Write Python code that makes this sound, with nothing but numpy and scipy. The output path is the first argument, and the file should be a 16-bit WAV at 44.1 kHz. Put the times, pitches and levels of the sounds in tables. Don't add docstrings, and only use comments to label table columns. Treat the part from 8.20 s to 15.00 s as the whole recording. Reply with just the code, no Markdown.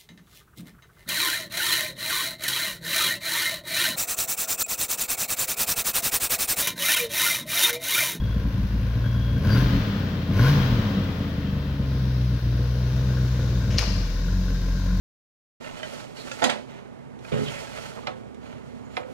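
import sys
import numpy as np
from scipy import signal
from scipy.fft import rfft, irfft, next_fast_len
from scipy.io import wavfile

SR = 44100
rng = np.random.default_rng(int(sys.argv[2]) if len(sys.argv) > 2 else 0)


def transcribe(signal):
    frames = np.atleast_2d(signal).T
    limited = np.clip(frames, -1, 1)
    pcm = np.round(limited * 32767).astype(np.int16)
    wavfile.write(sys.argv[1], SR, pcm)


N = 299880
TIME = np.arange(N) / SR
SIZE = next_fast_len(N + 2 * SR)
FREQS = np.arange(SIZE // 2 + 1) * SR / SIZE + 1e-3


def undb(db):
    return 10 ** (np.asarray(db) / 20)


def unit(x):
    return x / np.sqrt(np.mean(x ** 2))


def curves(rows):
    s, *columns = np.transpose(rows)
    return [np.interp(TIME, s, c) for c in columns]


def ramp(start, length):
    return np.clip((TIME - start) / length, 0, 1)


def shape(points):
    hz, db = np.transpose(points)
    return np.interp(np.log(FREQS), np.log(hz), db)


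def colour(x, db):
    cepstrum = irfft(np.log(undb(db)), SIZE)
    cepstrum[1:SIZE // 2] *= 2
    cepstrum[SIZE // 2 + 1:] = 0
    return irfft(rfft(x, SIZE) * np.exp(rfft(cepstrum)), SIZE)[..., :N]


def butter(x, hz, kind, order=2):
    sos = signal.butter(order, np.minimum(hz, .45 * SR), kind, fs=SR, output="sos")
    return signal.sosfilt(sos, x)


def walk(rate_hz):
    return unit(butter(rng.standard_normal(N), rate_hz, "low"))


def pan(db):
    return undb(np.array([[db], [-db]]) / 2)


def aside(pair, points):
    tilt_db = shape(points) / 2
    return np.array([colour(pair[0], tilt_db), colour(pair[1], -tilt_db)])


def showroom(x, wet_db):
    t60_s, treble_t60_s = 1.34, 1
    t = TIME[:SR]
    noise = rng.standard_normal((2, SR))
    low = butter(noise, 3100, "low", order=1)
    tail = low * undb(-60 * t / t60_s) + (noise - low) * undb(-60 * t / treble_t60_s)
    tail *= 1 - np.exp(-t / 0.002)
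    tail *= undb(wet_db) / np.sqrt(np.sum(tail ** 2) / 2)
    wet = signal.fftconvolve(x[None], tail)[:, :N]
    return (x + wet) / np.sqrt(1 + undb(2 * wet_db))


def crankshaft():
    # time_s, firing_rate_hz
    idle = [(0, 56.03), (.5, 54.97), (.85, 58.33), (2.0, 62.46), (3.6, 61.18), (4.25, 58.23), (4.85, 63.15),
            (5.3, 60.68), (5.57, 57), (5.69, 47.61), (5.92, 41.2), (6.15, 46.07), (6.4, 43.88),
            (6.8, 45.88)]
    # press_s, release_s, opening (0-1)
    blips = [(1.123, 1.384, .845), (2.053, 2.292, 0.96)]
    press_s, release_s = .13, .05
    push_hz_per_s, flywheel_s = 480, .5
    overrun_hz = 4.5

    throttle = sum(opening * (ramp(press, press_s) - ramp(release, release_s))
                   for press, release, opening in blips)
    keep = np.exp(-1 / (flywheel_s * SR))
    revs = signal.lfilter([push_hz_per_s / SR], [1, -keep], throttle)
    coasting = np.tanh(revs / overrun_hz) * (1 - throttle)
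    return curves(idle)[0] + revs, np.array([throttle, revs, coasting])


def drone(hz, firings, throttle):
    # firing_rate_hz, firing_tone_db (throttle shut)
    tone = [(42, -26), (45, -23.5), (55, -26), (63, -26.5), (75, -34), (85, -31.5), (104, -27.5),
            (114, -23.5), (150, -20.5)]
    # firing_rate_hz, level_db
    octave = [(41, -45), (46, -28.5), (51, -44), (55, -32), (58, -26), (63, -23.5), (70, -31.5),
              (79, -38.5), (95, -30.5), (112, -31), (150, -42)]
    # multiple, level_db (before the resonance gain)
    overtones = [(3, -37), (4, -30.5), (6, -36.5)]
    # centre_hz, width_hz, gain_db
    booms = [(133.5, 13, -2), (184.5, 17.4, -1.5), (265.7, 12, -10.5), (493, 40, -24)]
    throttle_db = 6

    tone_db = np.interp(hz, *np.transpose(tone)) + throttle_db * throttle
    octave_db = np.interp(hz, *np.transpose(octave))
    angle = 2 * np.pi * firings
    out = undb(tone_db + walk(12)) * np.sin(angle)
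    out = out + undb(octave_db + walk(12)) * np.sin(2 * angle)
    for k, db in overtones:
        boom = sum(undb(gain_db) / (1 + 2j * (k * hz - centre) / width) for centre, width, gain_db in booms)
        out = out + undb(db + 2 * walk(7.6)) * np.imag(boom * np.exp(1j * k * angle))
    return np.sqrt(2) * out


def burble(pulses, effort, idle_db, chamber_hz=130, chamber_width_hz=240):
    # frequency_hz, gain_db (relative)
    pipes = [(25, -73), (36, -11.5), (45, 3), (60, -3.5), (85, 3), (108, 3.5), (135, -0.5), (165, -5.5),
             (190, 2), (250, -11.5), (278, -2), (310, -24.5), (450, -32), (3000, -110)]
    # full_throttle_db, db_per_hz above idle, coasting_db
    burble_law = (3, .07, .5)
    # full_throttle_db, db_per_hz above idle, coasting_db
    crisp_law = (5.7, -0.087, 11.4)

    crisp_db = -1 + np.dot(crisp_law, effort)
    pole = np.exp((2j * chamber_hz - chamber_width_hz) * np.pi / SR)
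    chamber = np.poly([pole, pole.conjugate()]).real
    spread = signal.lfilter(chamber[::-1], chamber, colour(pulses, shape(pipes)))
    ring = showroom(spread, -10)[0]
    low = butter(butter(ring, 160, "low")[::-1], 160, "low")[::-1]
    mix = (low + undb(crisp_db) * (ring - low)) / np.sqrt(1 + 0.68 * undb(2 * crisp_db))
    lumps = unit(mix) * undb(idle_db + np.dot(burble_law, effort))
    return showroom(lumps, -18.5)


def woofs(hz=52, length=0.036):
    # centre_s, level_db
    bursts = [(1.455, -15.5), (1.57, -25), (2.524, -26)]
    out = 0
    for s, db in bursts:
        age = TIME - s
        out = out + undb(db) * np.exp(-(age / length) ** 2) * np.sin(2 * np.pi * hz * age)
    return out


def stumbles(length=0.017):
    # centre_s, depth_db
    gaps = [(0.223, -8), (.32, -11), (.485, -5), (1.645, -7), (1.895, -3.5), (3.04, -3), (4.2, -11.5),
            (5.23, -1)]
    return undb(sum(db * np.exp(-((TIME - s) / length) ** 2) for s, db in gaps))


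def gas(firings, excess, pulses, effort, idle_rasp_db, bank_db=1.9):
    # frequency_hz, gain_db (relative)
    muffler = [(150, -26.5), (300, 1.5), (355, 0.5), (410, -3.5), (478, 3), (550, -4), (650, -3),
               (770, -24.5), (1200, -27), (5000, -57)]
    tailpipe = [(400, -22.5), (780, -7.5), (1050, 5.5), (1260, -10), (1480, 0.5), (1850, -5.5), (2400, -8),
                (3800, -9), (4700, -9), (6200, -16), (7600, -34), (10000, -27), (12500, -21.5),
                (15500, -21.5)]
    # frequency_hz, left_minus_right_db
    tailpipe_pan = [(1200, 3), (2500, 10), (4000, 4), (5000, -3), (6000, -9), (10000, -10), (15000, -2)]
    # full_throttle_db, db_per_hz above idle, coasting_db
    rasp_law = (4.6, 0.11, -1.2)
    puff_law = (7.6, .14, -7)

    rasp_db = idle_rasp_db + np.dot(rasp_law, effort)
    puff_db = -47 + np.dot(puff_law, effort)
    gate = unit(.3 + undb(bank_db * excess) * np.exp(-(firings % 1) / .4))
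    rasp_source = gate * rng.standard_normal(N) + unit(pulses)
    rasp = unit(colour(rasp_source, shape(muffler))) * undb(rasp_db)
    puff = unit(colour(gate * rng.standard_normal(N), shape(tailpipe))) * undb(puff_db)
    rasp_pair = showroom(showroom(rasp, -2.5)[0], -16.5) * pan(2.4)
    return rasp_pair + aside(showroom(puff, 1.1), tailpipe_pan)


def exhaust(hz, effort, firings, count):
    # time_s, burble_db (at idle), scatter (share of a firing), rasp_db (at idle)
    lumpy = [(0, -26.5, 0.57, -42), (.4, -26.5, 0.66, -45.5), (1.1, -27.5, 0.63, -41.5),
             (1.6, -27, 0.55, -43), (2.3, -29.5, 0.69, -43), (3.4, -28, .45, -41), (3.95, -32.5, 0.52, -42),
             (5.0, -31, 0.51, -40), (5.6, -27, .5, -39.5), (5.9, -37, 0.54, -49), (6.15, -32, 0.41, -43),
             (6.8, -35, 0.42, -46.5)]
    cylinders = [0.68, -1.1, 0.57, 0.79, -0.34, 0.52, -0.55, -0.78]

    burble_db, scatter, rasp_db = curves(lumpy)
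    chance = rng.standard_normal(N)[count]
    excess = np.array(cylinders)[count % len(cylinders)] + scatter * chance
    pulses = np.diff(count, prepend=0) * excess / np.sqrt(hz)
    note = drone(hz, firings, effort[0]) + burble(pulses, effort, burble_db) + woofs()
    return note * stumbles() * pan(1.3) + gas(firings, excess, pulses, effort, rasp_db)


def chatter(count, hz, effort, scatter_db=3, bout_db=6.5):
    # centre_hz, width_hz, gain_db
    shield = [(1052, 103, -9), (1468, 138, 3.5), (1574, 55, 5.5), (1700, 36, -1.5)]
    # full_throttle_db, db_per_hz above idle, coasting_db
    chatter_law = (10.3, 0.12, -7)

    level_db = -52 + np.dot(chatter_law, effort)
    jolt_db = scatter_db * rng.uniform(-1.7, 1.7, N) + bout_db * np.tanh(walk(18))
    jolts = np.diff(count, prepend=0) / hz * undb(jolt_db)
    decay = np.exp(-1 / (0.0049 * SR))
    contact = signal.lfilter([1], [1, -decay], jolts) * rng.standard_normal(N)
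    ring = sum(undb(gain_db) * butter(contact, [f - width / 2, f + width / 2], "band")
               for f, width, gain_db in shield)
    return showroom(unit(ring) * undb(level_db), -6) * pan(5)


def gear():
    # start_s, peak_db (before the colour), decay_s, low_edge_hz, high_edge_hz
    knocks = [(5.505, -35, 0.09, 901, 8000), (5.573, -34, 0.0166, 4000, 7000),
              (5.58, -20, 0.0083, 3180, 6900), (5.5838, -7.5, 0.0027, 4080, 5270),
              (5.585, -15, 0.0011, 1500, 15000), (5.5896, -14, 0.0058, 300, 14000),
              (5.61, -25, 0.016, 400, 7500), (5.625, -21.5, 0.0067, 300, 1100),
              (5.639, -19.5, 0.0058, 300, 700)]
    # frequency_hz, gain_db
    clack = [(200, -6), (500, -6), (1000, -5), (2100, 0), (2800, 0.5), (4400, -6), (5300, -2), (6600, -4.5),
             (7900, -21), (11500, -16), (15500, -21)]
    out = 0
    for start, db, decay, low_hz, high_hz in knocks:
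        age = np.maximum(TIME - start, 0)
        envelope = undb(db) * (age > 0) * np.exp(-age / decay)
        out = out + envelope * unit(butter(rng.standard_normal(N), [low_hz, high_hz], "band"))
    return showroom(colour(out, shape(clack)), -1.46) * pan(7.4)


def fan(hz, firings, idle_db=-47, db_per_decade=37, chop=0.1):
    # frequency_hz, level_db (relative)
    fan_colour = [(200, -11.5), (390, -13), (540, 3.5), (1300, 4), (1900, 1.5), (2450, -2.5), (3300, -0.5),
                  (4200, -4), (5200, -7), (7000, -21), (9000, -33), (13000, -28), (15500, -12)]
    # frequency_hz, left_minus_right_db
    fan_pan = [(300, 5.5), (1200, 2.5), (2200, 7.5), (3300, 9), (4200, 2.5), (5000, -1.5), (6500, -6),
               (9000, -5), (15000, 2)]
    air = unit(colour(rng.standard_normal(N), shape(fan_colour)))
    air = air * (1 + chop * np.sin(2 * np.pi * firings))
    level_db = idle_db + db_per_decade * np.log10(hz / 60) + .5 * walk(16)
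    return aside(showroom(air * undb(level_db), 4.2), fan_pan)


def hiss(spray_db=-14):
    brake_at_s, onset_s = 3.56, 0.1
    sunk = ramp(4.314, 0.61)
    level_db = np.interp(sunk, [0, 1], [-52.5, -50])
    edge_hz = np.interp(sunk, [0, 1], [5860, 6670])
    out = 0
    for hz in np.geomspace(3700, 8000, 9):
        band = unit(butter(rng.standard_normal(N), [hz / 1.05, hz * 1.05], "band"))
        out = out + band * undb(1.5 * walk(36)) / np.sqrt(1 + (hz / edge_hz) ** 24)
    spray = unit(butter(rng.standard_normal(N), [9800, 15000], "band"))
    air = (unit(out) + undb(spray_db) * spray) * undb(level_db)
    return showroom(air * ramp(brake_at_s, onset_s), 19) * pan(9.3)


def belt():
    # start_s, length_s, pitch_hz (mean), level_db
    squeaks = [(-.05, 0.23, 3344, -50.5), (0.805, .42, 3310, -50), (1.287, 0.093, 4670, -40)]
    out = 0
    for start, length, hz, db in squeaks:
        swell = np.sqrt(np.abs(np.sin(np.pi * ramp(start, length))))
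        cycles = np.cumsum(hz * (1 + 0.0151 * walk(157))) / SR
        out = out + swell * undb(db + 3.6 * walk(32)) * np.sin(2 * np.pi * cycles)
    return showroom(out, -7) * pan(7)


def scene():
    hz, effort = crankshaft()
    firings = np.cumsum(hz) / SR
    count = firings.astype(int)
    engine = exhaust(hz, effort, firings, count) + chatter(count, hz, effort) + gear()
    return engine + fan(hz, firings) + hiss() + belt()


def record(dry, hiss_db=-65):
    # frequency_hz, level_db (relative)
    mic_hiss = [(8000, -11), (12000, 3), (13700, -12), (15200, -1), (16500, -10), (18000, -30)]
    top_hz = 15800
    noise = unit(colour(rng.standard_normal(dry.shape), shape(mic_hiss))) * undb(hiss_db)
    low_pass = signal.ellip(10, .2, 80, top_hz, fs=SR, output="sos")
    return signal.sosfilt(low_pass, dry + noise)


dry = scene()
out = record(dry)
transcribe(out)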